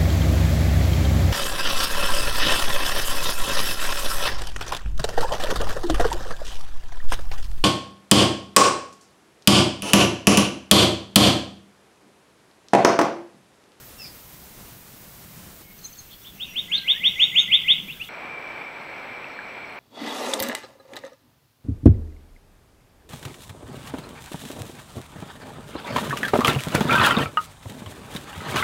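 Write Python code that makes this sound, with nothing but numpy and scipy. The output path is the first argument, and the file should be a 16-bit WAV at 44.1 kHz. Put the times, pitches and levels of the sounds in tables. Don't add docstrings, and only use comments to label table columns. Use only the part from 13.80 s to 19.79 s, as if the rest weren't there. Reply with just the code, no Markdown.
import sys
import numpy as np
from scipy import signal
from scipy.fft import rfft, irfft
from scipy.io import wavfile
from scipy.ndimage import uniform_filter1d

SR = 44100
rng = np.random.default_rng(int(sys.argv[2]) if len(sys.argv) > 2 else 0)


def int16_out(signal):
    q = np.round(np.clip(np.atleast_2d(signal).T, -1, 1) * 32767)
    wavfile.write(sys.argv[1], SR, q.astype(np.int16))


def natural_amplitude(level_db):
    exponent = np.asarray(level_db, float) / 20
    return 10 ** exponent


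N = 264159
t = np.arange(N) / SR
TOP_HZ, CUTOFF_HZ = 12150, 15720
SCENE_CHANGES = [
    1.82,
    4.289,
]


def rms_one(x):
    return x / np.sqrt(np.mean(x ** 2) + 1e-20)


def in_time(rows):
    return np.interp(t, *np.transpose(rows))


def drift(rate):
    r = np.exp(-2 * np.pi * rate / SR)
    settle = 20000
    slow = signal.lfilter([1], [1, -2 * r, r * r], rng.standard_normal(N + settle))
    return rms_one(slow[settle:])


def frequency_response(curve):
    hz, level_db = np.transpose(curve)
    log_hz = np.log(np.arange(N // 2 + 1) * SR / N + 1)
    return natural_amplitude(np.interp(log_hz, np.log(hz), level_db))


def coloured(spectrum):
    return irfft(rfft(rng.standard_normal(N)) * frequency_response(spectrum), N)


def band(x, low_hz, high_hz, order=4):
    return signal.sosfilt(signal.butter(order, [low_hz, high_hz], "band", fs=SR, output="sos"), x)


def wall(x, low_hz, high_hz):
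    hz = np.arange(N // 2 + 1) * SR / N
    return irfft(rfft(x) * ((hz >= low_hz) & (hz < high_hz)), N)


def resonance(x, hz, width):
    r = np.exp(-np.pi * width / SR)
    poles = [1, -2 * r * np.cos(2 * np.pi * hz / SR), r * r]
    return signal.lfilter([(1 - r * r) / 2, 0, (r * r - 1) / 2], poles, x)


def double_resonance(x, hz, width):
    return resonance(resonance(x, hz, width), hz, width)


def add(out, start, hz, gain):
    at = round(start * SR)
    out[at:at + len(hz)] += gain * np.sin(2 * np.pi * np.cumsum(hz) / SR)


def dropouts(x):
    gap_spreads = (1.9, 1.05)
    _, s, cells = signal.stft(x, SR, nperseg=1024, noverlap=768)
    chance = uniform_filter1d(rng.standard_normal(cells.shape), size=5, axis=0)
    chance = uniform_filter1d(chance, size=12, axis=1)
    kept = rms_one(chance) < np.where(s < SCENE_CHANGES[0], *gap_spreads)
    return signal.istft(cells * kept, SR, nperseg=1024, noverlap=768)[1][:N]


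def microphone_hiss(song):
    # f/Hz, level/dB per Hz
    first_air = [(12, -35), (20, -4.5), (124, -1.5), (269, -8), (300, -8), (343, -9), (745, -12.5),
                 (830, -12.5), (3340, -18), (11200, -18.5), (12100, -22.5), (15700, -52), (22000, -120)]
    # f/Hz, level/dB per Hz
    second_air = [(120, -3), (200, -13), (411, -13), (560, -15), (987, -16), (2140, -16), (2490, -15.5),
                  (2630, -16), (12100, -20.5), (15700, -50), (22000, -120)]
    before = t < SCENE_CHANGES[0]
    duck_db, duck_from_db, duck_hold_s = 0.1, -35, 0.19
    song_db = 10 * np.log10(uniform_filter1d(song ** 2, round(duck_hold_s * SR)) + 1e-12)
    hiss_db = np.where(before, -53.5, -58) + 0.78 * drift(13)
    top_db = np.where(before, -54, -55.0) - duck_db * np.maximum(song_db - duck_from_db, 0)
    top_db = top_db + 0.98 * drift(9.3)
    first, second = coloured(first_air), coloured(second_air)
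    first /= np.std(wall(first, 8500, 11800))
    second /= np.std(wall(second, 8500, 11800))
    sway_db = 0.19 * drift(31)
    hiss = wall(natural_amplitude(hiss_db - 1.96 + sway_db) * np.where(before, first, second), 0, TOP_HZ)
    top = natural_amplitude(top_db + 3.5 + sway_db) * rms_one(wall(rng.standard_normal(N), TOP_HZ, CUTOFF_HZ))
    return hiss + dropouts(top)


def wind():
    # t/s, level/dB
    gusts = [(0.0, -73), (0.02, -59), (1.64, -45.5), (1.8, -61), (1.82, -66), (1.92, -58), (2.04, -55.5),
             (2.16, -68), (2.36, -61), (2.45, -72), (2.51, -54.5), (3.03, -54.5), (3.47, -48.5),
             (3.67, -52), (3.92, -51.5), (3.99, -50.5), (4.04, -45), (4.28, -62)]
    rumble_db = in_time(gusts) + 3.3 * drift(14)
    white = rng.standard_normal(N)
    rumble = natural_amplitude(rumble_db - 1.5) * rms_one(double_resonance(white, 168, 85))
    deep = natural_amplitude(-33 + 0.4 * rumble_db) * rms_one(band(white, 70, 227, order=1))
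    before = t < SCENE_CHANGES[0]
    return rumble * np.where(before, natural_amplitude(-8.5), 1) + deep * ~before


def day(song):
    return microphone_hiss(song) + wind()


def songbook():
    # t/s, length/s, start f/Hz, end f/Hz, level/dB
    chirp = [
        (.172, 0.091, 5580, 4800, -41.5),
        (.178, 0.054, 2780, 2580, -47.5),
        (.235, 0.032, 2540, 2340, -49),
        (.248, 0.026, 5270, 5020, -47),
        (.255, .04, 4800, 4390, -52),
        (.28, .04, 5100, 4780, -53),
        (.24, 0.045, 3660, 3520, -57),
    ]
    # t/s, length/s, start f/Hz, end f/Hz, level/dB
    slides = [(1.81, 0.15, 2170, 2190, -55.5), (4.14, .15, 1330, 1290, -60), (3.58, 0.085, 1450, 1400, -55),
              (3.2, 0.26, 5820, 5620, -57), (2.93, .2, 5800, 5800, -63), (3.3, .16, 6500, 6480, -58),
              (2.315, 0.035, 4200, 4400, -51), (2.4, 0.041, 3480, 3490, -57),
              (2.955, 0.027, 4560, 4000, -38), (2.972, 0.018, 3780, 4340, -27),
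              (2.975, 0.025, 4120, 3600, -31), (2.867, 0.22, 1680, 1550, -48.5),
              (3.116, 0.073, 1510, 2040, -41), (3.44, .1, 8450, 8100, -58.5),
              (4.265, .024, 3280, 3500, -45)]
    # t/s, length/s, f/Hz, level/dB
    seeps = [(2.43, .012, 5870, -54), (2.5, .1, 6150, -63), (2.62, .1, 6165, -58), (2.52, .12, 5650, -67),
             (2.75, 0.12, 5760, -60), (2.76, 0.12, 6600, -60), (2.655, 0.088, 5720, -55),
             (2.885, 0.028, 6740, -51), (2.92, .06, 6070, -53), (3.095, 0.027, 5850, -54),
             (3.14, .03, 5820, -51), (3.229, 0.078, 5745, -53), (3.338, 0.18, 6770, -51),
             (3.348, 0.17, 6690, -53), (3.334, 0.19, 5615, -53.5), (3.57, .06, 5570, -54),
             (3.492, 0.084, 6725, -51), (3.57, 0.074, 6410, -41.5), (3.6, .04, 6735, -46),
             (3.703, .06, 6435, -57), (3.95, .12, 6050, -61), (4.24, .012, 6320, -56)]
    # t/s, level/dB, extra level of second note/dB
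    answers = [
        (4.076, -31, -6),
        (4.19, -30.5, -12),
    ]
    # t after start/s, length/s, start f/Hz, end f/Hz, second note/0-1
    answer = [
        (0.0, .044, 2210, 3110, 0),
        (.036, .025, 3110, 3900, 1),
    ]
    # t after start/s, length/s, start f/Hz, end f/Hz, level/dB
    twitter = [
        (0.001, 0.0187, 5600, 6600, -48),
        (.012, .01, 4150, 4610, -52),
        (0.034, 0.011, 3800, 4760, -52),
        (0.038, .008, 5730, 6730, -51),
        (.047, .02, 8160, 6500, -51),
        (0.05, 0.039, 4400, 4065, -41),
    ]
    # t/s, level of loud notes/dB, pitch ratio
    twitters = [
        (1.975, 0.2, 1.001),
        (2.119, -6.5, 1.015),
    ]
    hook_hz = (6800, 6230, 6500)
    sag = 0.0665

    straight = chirp + slides
    straight += [(at, length, hz, hz, db) for at, length, hz, db in seeps]
    for at, db, more_db in answers:
        for s, length, a, b, second in answer:
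            straight.append((at + s, length, a, b, db + more_db * second))
    notes = []
    for at, more_db, ratio in twitters:
        notes.append((at + 0.058, .036 / ratio ** 8, *np.multiply(hook_hz, ratio), -33.5 + more_db))
        for s, length, a, b, db in twitter:
            straight.append((at + s, length, a * ratio, b * ratio, db + more_db * (db > -48)))
    for at, length, a, b, db in straight:
        notes.append((at, length, a, (a + b) / 2 - sag * abs(b - a), b, db))
    return notes


def small_birds():
    out = np.zeros(N)
    waver = 1 + .004 * drift(8)
    for start, length, first_hz, mid_hz, last_hz, db in songbook():
        u = np.linspace(-1, 1, round(length * SR))
        bend = (first_hz + last_hz) / 2 - mid_hz
        pitch = mid_hz + (last_hz - first_hz) / 2 * u + bend * u ** 2
        swell = (1 - u ** 2) * (1 + 0.75 * u)
        add(out, start, pitch * waver[round(start * SR):][:len(u)], natural_amplitude(db + 0.5) * swell)
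    hoarse = 1 + .3 * drift(300)
    return out * natural_amplitude(1.8 * drift(45)) * hoarse


def rasps():
    # centre t/s, length/s, f/Hz, width/Hz, level/dB
    scolds = [
        (0.231, 0.033, 5070, 250, -44),
        (0.26, 0.055, 4970, 700, -43),
        (2.068, 0.022, 6700, 600, -45),
        (2.332, 0.046, 3260, 500, -50),
        (2.478, 0.051, 3400, 400, -46),
        (2.677, 0.18, 2700, 350, -45),
        (2.98, 0.048, 4030, 600, -42),
        (3.597, 0.052, 6900, 900, -51),
        (4.168, 0.044, 1600, 255, -55),
    ]
    white = rng.standard_normal(N)
    out = np.zeros(N)
    for at, length, hz, width, db in scolds:
        puff = np.exp(-4 * ((t - at) / length) ** 2)
        out += natural_amplitude(db) * puff * rms_one(double_resonance(white, hz, width))
    return out


def thicket(x):
    lag = np.arange(round(.2 * SR)) / SR
    fade = natural_amplitude(-36.5 - 60 * lag / 0.24) * np.minimum(lag / 0.0019, 1)
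    sizes = rng.standard_normal(len(lag)) * fade
    return x + irfft(rfft(x) * rfft(sizes, N), N)


def whip_bird():
    # t passing 3 kHz/s, slowness, level/dB, extra level of the top/dB
    whips = [(2.138, .9, -56, -8), (2.2955, 1, -47.5, -12), (2.451, .95, -38, -12), (2.606, 0.83, -26, 6.5),
             (2.766, 0.85, -19, 5), (2.9251, 0.89, -14, 5), (3.087, 0.94, -10.5, 1), (3.247, 0.94, -9, 1),
             (3.4066, 0.99, -8, 1.5), (3.5668, 0.98, -7.5, 3.2), (3.7268, 1.0, -6.5, -7),
             (3.8909, 0.99, -7, -3.5)]
    # t/s, f/Hz
    whip_pitch = [(-.052, 1970), (-.036, 2050), (-.018, 2240), (-.011, 2500), (-.007, 2730), (.003, 3130),
                  (.013, 3400), (.026, 3620), (.045, 3780)]
    # t/s, level/dB
    whip_level = [(-.052, -30), (-.026, -26), (-.015, -21), (-.007, -8), (.003, -5.5), (.016, -2),
                  (.026, -2.5), (.034, -5.5), (.045, -11)]
    out = np.zeros(N)
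    pitch_s, pitch_hz = np.transpose(whip_pitch)
    level_s, level_db = np.transpose(whip_level)
    for at, slow, db, top_db in whips:
        u = np.arange(pitch_s[0] * slow, pitch_s[-1] * slow, 1 / SR) / slow
        pitch = uniform_filter1d(np.interp(u, pitch_s, pitch_hz), size=160, mode="nearest")
        low = np.clip((3000 - pitch) / 800, 0, 1.3)
        high = np.clip((u - .026) / .01, 0, 1)
        lead_db = max(3 + 0.44 * (db + 7.5), -14)
        shape_db = np.interp(u, level_s, level_db) + lead_db * low + top_db * high
        soft = signal.windows.tukey(len(u), .14)
        add(out, at + pitch_s[0] * slow, pitch, soft * natural_amplitude(db + shape_db))
    return out * natural_amplitude(.9 * drift(106))


def forest(x):
    echo_s = [0, .008, .016, .03, .06, .095, .108, .2, .45]
    echo_db = [-40, -1, -6, -13, -16, -21.5, -24, -38.5, -42]
    # t/s, level/dB
    banks = [
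        (.021, -34),
        (.098, -32),
    ]
    # f/Hz, level/dB
    echo_colour = [(1500, 22), (1950, 12.5), (2200, 15), (2500, 9), (2900, 5), (3300, 5.5), (3700, -8.5),
                   (4500, 0.5)]
    lag = np.arange(round(.45 * SR)) / SR
    sizes = rng.standard_normal(len(lag)) * natural_amplitude(np.interp(lag, echo_s, echo_db) - 31)
    sizes *= natural_amplitude(1.5 * drift(70)[:len(lag)])
    for delay, db in banks:
        sizes[round(delay * SR)] += natural_amplitude(db)
    far = np.clip((lag - .015) / .03, 0, 1)
    near_paths = rfft(sizes * (1 - far), N)
    far_paths = rfft(sizes * far, N) * frequency_response(echo_colour)
    return x + irfft(rfft(x) * (near_paths + far_paths), N)


def grit(song):
    loud = np.sqrt(uniform_filter1d(song ** 2, size=900) + 1e-12)
    noise = rms_one(signal.lfilter([1], [1, -.85], rng.standard_normal(N)))
    return natural_amplitude(-40) * loud ** .5 * wall(noise, 330, TOP_HZ)


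def stream():
    # f/Hz, level/dB per Hz
    stream_air = [(12, -69), (20, -28), (90, -20.5), (113, -17.5), (299, -12), (751, -8.5), (1940, -12.5),
                  (2290, -5.5), (2790, -18.5), (3790, -26.5), (5750, -37.5), (6610, -46), (7600, -47),
                  (8500, -48), (15700, -46)]
    air = coloured(stream_air)
    level_db = -41 + 1.28 + 0.67 * drift(5.7)
    return natural_amplitude(level_db) * air / np.std(band(air, 300, 2100))


def frogs():
    # f/Hz, width/Hz, level/dB
    sacs = [
        (2343, 76, 24),
        (2240, 170, -25),
        (2760, 300, -21),
    ]
    # t/s, level/dB
    chorus_level = [(4.3, -46), (4.44, -32), (4.62, -37.5), (4.8, -36), (5.0, -41), (5.3, -38.5),
                    (5.58, -38.5), (5.7, -40), (5.82, -34.5), (5.99, -48)]
    # t/s, level/dB
    high_level = [(4.3, -60), (4.42, -72), (4.85, -72), (5.02, -64), (5.4, -66), (5.56, -58), (5.66, -65),
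                  (5.86, -62), (5.99, -66)]
    clicks = (rng.random(N) < 4000 / SR) * rng.standard_normal(N) * natural_amplitude(0.33 * drift(35))
    chorus = sum(natural_amplitude(db) * rms_one(double_resonance(clicks, hz, width)) for hz, width, db in sacs)
    high = rms_one(resonance(resonance(clicks, 4200, 170), 4230, 220))
    chorus_db = in_time(chorus_level) - 6.0 + 1.0 * drift(14)
    return natural_amplitude(chorus_db) * rms_one(chorus) + natural_amplitude(in_time(high_level) + 1) * high


def crickets(white):
    first_s, every_s, length_s = 4.344, .1692, .055
    beat = ((t - first_s) / every_s + .5) % 1 - .5
    chirps = np.exp(-4 * (beat * every_s / length_s) ** 2)
    return natural_amplitude(-66 + 1.3 * drift(3)) * chirps * rms_one(band(white, 5200, 5700, order=2))


def frame_buzz(white, frame_hz):
    gate = np.maximum(np.sin(2 * np.pi * frame_hz * t), 0) ** 3
    return natural_amplitude(-70.0 + 2.0 * drift(7)) * rms_one(band(gate * white, 5460, 5920, order=2))


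def whine(frame_hz):
    flips = np.tanh(6 * np.sin(np.pi * frame_hz * t))
    return natural_amplitude(-65.5) * flips * np.sin(2 * np.pi * 7797.5 * t) * (t < 5.965)


def rustles():
    # t/s, level/dB, length/s
    ticks = [
        (5.03, -68, .03),
        (5.9, -67, .012),
        (5.925, -65, .008),
        (5.95, -68, .02),
    ]
    shape = sum(natural_amplitude(db) * np.exp(-((t - at) / length) ** 2 * 4) for at, db, length in ticks)
    return shape * rms_one(band(rng.standard_normal(N), 8200, 11500, order=2))


def drips():
    # t/s, peak level/dB, f/Hz
    drops = [
        (5.4435, -24, 2580),
        (5.5897, -20.5, 1620),
    ]
    out = np.zeros(N)
    u = np.arange(round(.03 * SR)) / SR
    for at, db, hz in drops:
        decay = natural_amplitude(db - 3.5 - 60 * u / .03)
        add(out, at, hz * (1 + 4.5 * u), decay * np.minimum(u / 0.00045, 1))
    return out


def night():
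    frame_hz = 59.3
    white = rng.standard_normal(N)
    animals = frogs() + crickets(white)
    electronics = frame_buzz(white, frame_hz) + whine(frame_hz)
    return stream() + animals + electronics + rustles() + drips()


def scene():
    song = thicket(small_birds() + rasps()) + forest(whip_bird())
    return np.where(t < SCENE_CHANGES[1], song + grit(song) + day(song), night())[None]


def roll_off(x):
    return signal.sosfilt(signal.butter(12, 16650, fs=SR, output="sos"), x)


def record(dry):
    mix = wall(dry[0], 0, CUTOFF_HZ)[None]
    return roll_off(mix)


dry = scene()
out = record(dry)
int16_out(out)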